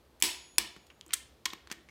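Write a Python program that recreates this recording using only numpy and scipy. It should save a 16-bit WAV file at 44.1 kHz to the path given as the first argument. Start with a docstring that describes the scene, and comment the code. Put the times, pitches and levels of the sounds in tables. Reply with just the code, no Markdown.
"""In a workshop, close to a bare engine block, a click-type torque wrench works on the bolts.
The wrench breaks over with a sharp click and snaps back with a rebound; then the socket rattles onto the next bolt.
These contacts are short noise bursts filtered by the steel; the block shudders in dull, filtered noise.
Decaying sines are the faint ring of the steel, and fading noise bands are the echoes of the room.
Steady coloured noise and a low resonant hum lie underneath at the microphone."""
import sys
import numpy as np
from scipy import signal
from scipy.fft import rfft, irfft, next_fast_len
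from scipy.io import wavfile

SR = 44100
rng = np.random.default_rng(int(sys.argv[2]) if len(sys.argv) > 2 else 0)


def to_wav(sig):
    """Store sig (one row per channel, or 1-D mono) as 16-bit WAV at the path in sys.argv[1].

    Samples outside -1..1 are clipped; the rate is SR.
    """
    pcm = np.clip(np.atleast_2d(sig), -1, 1) * 32767
    pcm = np.round(pcm).astype(np.int16)
    wavfile.write(sys.argv[1], SR, pcm.T)  # frames by channels


N = 83790   # length in samples

# The break-over, the snap back and its rebound. Each row: start in seconds, energy in dB, decay constant
# in ms, bass, low mids and treble in dB, clank pitch in Hz, clank lift in dB, send to the room in dB.
WRENCH_CLICKS = [(0.224, 6.5, 1.53, -6.5, -6, 0.5, 13800, 2, -1.5),
                 (0.5827, 7.5, 1.08, -3.5, -1, -4, 4200, 2, -13.5),
                 (0.5844, 3, 3.3, -5, -2.5, -0.5, 1680, 8, -16)]
# Colour of the wrench tube. 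Each row: frequency in Hz, relative spectral density in dB.
WRENCH_COLOUR = [(100, -16.5), (300, -9), (650, -10), (1300, -9), (2100, -1), (3000, -2), (4600, -0.5),
                 (6600, -2), (10000, -4), (11800, -9.5), (15500, -10.5)]
# Resonances of wrench tube and head. Each row: centre in Hz, width in Hz, lift in dB.
WRENCH_PEAKS = [(964, 180, 14), (1825, 150, 0.5), (2550, 230, 4.5), (2990, 200, 3), (3406, 290, 3.5),
                (4410, 150, 2), (5290, 540, 6.5), (7960, 390, 12), (9970, 690, 9), (12970, 650, 9.5)]

# Ratchet ticks, hand bumps and socket knocks. Each row: start in seconds, energy in dB, decay constant
# in ms, bass, low mids and treble in dB, clank pitch in Hz, clank lift in dB.
CONTACTS = [ (0.2018, -27, 3, -7, 8.5, 15, 9850, 11), (0.212, -27, 4.5, -12, 9, -3.5, 13000, 12),
            (0.56, -41.5, 1, -4, 4, -1, 4400, 11), (.7640, -25, 7.1, 26, 12, -4, 177, 8),
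            (.8670, -37.5, 4.7, -4, -3, 5, 4400, 6), (.9020, -27.5, 9.7, 5, 13, -19, 2764, 8),
            (1.0114, -22.5, 0.29, -4.5, -3, -8, 3080, 10.5), (1.0640, -29, 3, 25.5, 12, 12.5, 334, 17.5),
            (1.0803, -34.5, 1.8, -7, -5, 16, 8300, 20), (1.0920, -32.5, 26, -12, 10, -13, 2000, 2.5),
            (1.1070, -20.5, 22, -7, 9.5, -19, 2300, 5), (1.1220, -30.5, 3.3, -10, -2, -9, 6000, 8),
            (1.1329, -6, 7.7, -17, -3, -3.5, 1640, 6.5), (1.1358, 0.5, 2.6, -18, 0.5, 8, 8400, 10),
            (1.1397, -1.5, 3, -24, -9, 7.5, 9600, 12.5), (1.4548, -11.5, 1.1, -16, 6, -4, 6800, 15),
            (1.4569, -3, 1.5, -9, -4.5, 2, 5060, 3), (1.4596, -5, 4.6, -1, 0, -11.5, 1062, 13),
            (1.5035, -20, 2.8, -5, -2, -13, 3500, 11), (1.5298, -24.5, 3.3, 13, 9, -7.5, 1820, 5),
            (1.5335, -14.5, 2.9, 14.5, 8.5, -9.5, 13900, 13), (1.6732, -26.5, 3.6, 3, 7, -7, 4200, 4.5),
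            (1.701, -22, 20, 9, 8, -9.5, 1500, 4.5), (1.7145, -10.5, 3.5, 8.5, 2, 0, 1780, 8),
            (1.7242, -17.5, 3, 6, 8, 2.5, 3130, -5), (1.888, -27, 7, -1, 8.5, -7, 2196, 13)]
# Colour shared by all contacts of socket and bolt. Each row: frequency in Hz, relative density in dB.
STEEL_COLOUR = [(60, -23.5), (200, -6.5), (330, -3), (620, -15.5), (1000, -5.5), (2200, -1), (4500, 0),
                (7000, -1), (9000, -6), (12000, -13.5), (14000, -11.5), (16000, -22), (20000, -40.5)]
# Resonances of the socket. Each row: centre in Hz, width in Hz, lift in dB.
SOCKET_PEAKS = [(1062, 120, 1), (1860, 130, 2.5), (2250, 200, 3), (3230, 490, 4.5), (4350, 310, 0),
                (5050, 150, 0.5), (8130, 300, 0.5), (9300, 310, -0.5), (13280, 600, 5.5)]
SOCKET_ROOM_DB = -15   # send to the room, against the direct sound

# Tone controls of a contact. Each entry: frequency in Hz of bass, low mids, middle, treble.
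TONE_HZ = [250, 1200, 3800, 11000]
CRACK_SHARE = 0.56   # first sample of an impact, against a chatter of energy one
CHATTER_DB, CHATTER_MS = 3.5, 1.2   # spread of the level wander, spacing of its turning points
CLANK_WIDTH_SHARE = 0.22   # width of a clank against its pitch

# Shudders of block and stand, after the clicks and as the socket is seated.
# Each row: start in seconds, energy in dB.
JOLTS = [(.235, -13), (0.587, -16.5), (1.772, -28.5)]
# Colour of the shudder. Each row: frequency in Hz, relative spectral density in dB.
JOLT_COLOUR = [(30, -20), (55, 0), (100, -11.5), (210, 0), (260, -2.5), (345, 7.5), (440, -14.5),
               (900, -23), (4000, -57)]
JOLT_DECAY_MS = 47   # decay constant, before the colouring

# Pitches of the steel ringing on after the break-over. Each entry: frequency in Hz.
RING_HZ = [333, 366, 983, 6765, 7903, 10750]
# Strength of those pitches, in the same order. 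Each row: starting amplitude in dB, t60 in seconds.
RING_DECAYS = [(-54.5, 0.38), (-49.5, 0.64), (-47.5, 0.35), (-51, 1.6), (-49, .35), (-57, 1.6)]

# Echo decay of the workshop. Each row: frequency in Hz, t60 in seconds.
ROOM_T60 = [(150, 0.01), (700, 0.5035), (2500, 0.48), (5000, 0.47), (9000, 0.29), (13000, 0.26),
            (16000, 0.24)]
# Broad colour of the workshop. Each row: frequency in Hz, gain in dB.
ROOM_COLOUR = [(100, 8), (300, 6.5), (1000, 3), (3000, 2.5), (5300, -2.5), (8000, -2), (15000, 0)]
# Resonances of the workshop. Each row: centre in Hz, width in Hz, lift in dB.
ROOM_PEAKS = [(340, 22, 12), (373.6, 23, 8.5), (712, 56, 5)]
ROOM_DELAY_S, NEAR_ECHO_SHARE = 0.011, 0.65   # echoes before this delay are held to this share
EARLY_LIFT, EARLY_S = 0.28, 0.035   # extra strength of the early wall echoes, its decay constant

# Colour of the steady room noise. Each row: frequency in Hz, relative spectral density in dB.
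AIR_COLOUR = [(20, -30.5), (35, -18), (55, -1.5), (75, -12.5), (110, -8), (200, -11), (330, -9),
              (500, -12.5), (1000, -18), (2000, -25.5), (4000, -26), (7000, -33.5), (15000, -35.5),
              (16000, -43.5)]
AIR_DB = -64.5   # RMS level
HUM_HZ, HUM_WIDTH_HZ, HUM_DB = 67, 11, -69   # pitch, width of each of two resonators, RMS level

PEAK_TOP, CUTOFF_HZ = 1.1, 16200   # ceiling of the peak rounding, upper edge of the band


def from_db(db):
    """Decibels to gain."""
    return 10 ** (np.asarray(db) / 20)


def unit(x):
    """Scale to an energy of one."""
    return x / np.sqrt(np.sum(x ** 2) + 1e-20)


def at_hz(points, hz):
    """Read a table on a log-frequency axis."""
    f, value = np.transpose(points)
    return np.interp(np.log(np.maximum(hz, 1)), np.log(f), value)


def colour(x, spectrum, peaks=(), tone=(0, 0, 0, 0)):
    """Minimum-phase filter made of a broad spectrum, resonances and four tone controls."""
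    size = 2 * next_fast_len(len(x))
    hz = np.arange(size // 2 + 1) * SR / size
    db = at_hz(spectrum, hz) + at_hz(list(zip(TONE_HZ, tone)), hz)
    for centre, width, lift in peaks:
        db = db + lift / (1 + (2 * (hz - centre) / width) ** 2)
    # folding the cepstrum onto positive times makes the filter causal
    cepstrum = irfft(np.log(from_db(db)))
    cepstrum[1:size // 2] *= 2
    cepstrum[size // 2 + 1:] = 0
    response = np.exp(rfft(cepstrum))
    return irfft(rfft(x, size) * response)[:len(x)]


def add(track, s, sound):
    """Mix a sound in at a time."""
    i = int(s * SR)
    track[i:i + len(sound)] += sound[:len(track) - i]


def impact(decay_ms, size=4096):
    """A crack followed by the uneven, dying chatter of parts in contact."""
    ms = 1000 * np.arange(size) / SR
    wander = np.interp(ms / CHATTER_MS, np.arange(size), rng.standard_normal(size))
    chatter = from_db(CHATTER_DB * wander)
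    burst = unit(rng.standard_normal(size) * chatter * np.exp(-ms / decay_ms))
    burst[0] += CRACK_SHARE
    return burst


def strikes(rows, spectrum, peaks):
    """Impacts on one body: the direct sound, and the smoother sound sent all round into the room."""
    direct, sent = np.zeros(N), np.zeros(N)
    for s, db, decay_ms, bass, low_mids, treble, clank_hz, clank_db, room_db in rows:
        burst = impact(decay_ms)
        clank = (clank_hz, clank_hz * CLANK_WIDTH_SHARE, clank_db)
        tone = (bass, low_mids, 0, treble)
        body = colour(signal.unit_impulse(len(burst)), spectrum, [*peaks, clank], tone)
        add(direct, s, from_db(db) * unit(signal.fftconvolve(burst, body)))
        add(sent, s, from_db(db + room_db) * unit(body))   # the body alone, without the chatter
    return np.array([direct, sent])


def wrench():
    """Break-over and snap back: short impacts through the resonances of tube and head."""
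    return strikes(WRENCH_CLICKS, WRENCH_COLOUR, WRENCH_PEAKS)


def socket():
    """Knocks, ticks and bumps of ratchet, socket and bolt, each with a clank of its own."""
    rows = [(*row, SOCKET_ROOM_DB) for row in CONTACTS]
    return strikes(rows, STEEL_COLOUR, SOCKET_PEAKS)


def engine_block():
    """A dull shudder of block and stand at each jolt: longer impacts, weighted to the low end."""
    out = np.zeros(N)
    for s, db in JOLTS:
        shudder = colour(impact(JOLT_DECAY_MS, size=16384), JOLT_COLOUR)
        add(out, s, from_db(db) * unit(shudder))
    return out


def ringing():
    """The break-over sets the long modes of the steel going: exponentially decaying sines."""
    out, t = np.zeros(N), np.arange(N) / SR
    break_over_s = WRENCH_CLICKS[0][0]
    for hz, (db, t60) in zip(RING_HZ, RING_DECAYS):
        decay = np.exp(-np.log(1000) * t / t60)
        add(out, break_over_s, from_db(db) * np.sin(2 * np.pi * hz * t) * decay)
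    return out


def workshop(x, count=16):
    """Diffuse echoes: a few from the engine itself, then the walls; each band dies at its own rate."""
    t = np.arange(SR) / SR
    noise = rfft(rng.standard_normal(SR))
    hz = np.arange(SR // 2 + 1)
    centres, tail = np.geomspace(100, 16000, count), 0
    for centre, share in zip(centres, np.eye(count)):
        # overlapping triangular bands on the log-frequency axis
        band = irfft(noise * at_hz(list(zip(centres, share)), hz), SR)
        tail = tail + band * np.exp(-np.log(1000) * t / at_hz(ROOM_T60, centre))
    walls = 1 + EARLY_LIFT * np.exp(-t / EARLY_S)
    tail = unit(tail * np.where(t < ROOM_DELAY_S, NEAR_ECHO_SHARE, walls))
    return signal.fftconvolve(x, colour(tail, ROOM_COLOUR, ROOM_PEAKS))[:N]


def background():
    """Steady coloured room noise, and a wavering low hum of noise through two resonators."""
    # the first second is dropped while the filters settle
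    air = colour(rng.standard_normal(N + SR), AIR_COLOUR)[SR:]
    b, a = signal.iirpeak(HUM_HZ, HUM_HZ / HUM_WIDTH_HZ, fs=SR)
    hum = signal.lfilter(b, a, rng.standard_normal(N + SR))
    hum = signal.lfilter(b, a, hum)[SR:]
    # sqrt(N) turns an energy of one into an RMS of one
    return np.sqrt(N) * (from_db(AIR_DB) * unit(air) + from_db(HUM_DB) * unit(hum))


def scene():
    """Wrench and socket straight to the microphone, with block, ring, room echoes and background."""
    direct, sent = wrench() + socket()
    return (direct + engine_block() + ringing() + workshop(sent) + background())[None]


def record(dry):
    """The microphone channel: high peaks are rounded, then the top is cut steeply."""
    rounded = PEAK_TOP * np.tanh(dry / PEAK_TOP)
    low_pass = signal.ellip(10, 0.1, 80, CUTOFF_HZ, fs=SR, output="sos")
    return signal.sosfilt(low_pass, rounded)


dry = scene()
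out = record(dry)
to_wav(out)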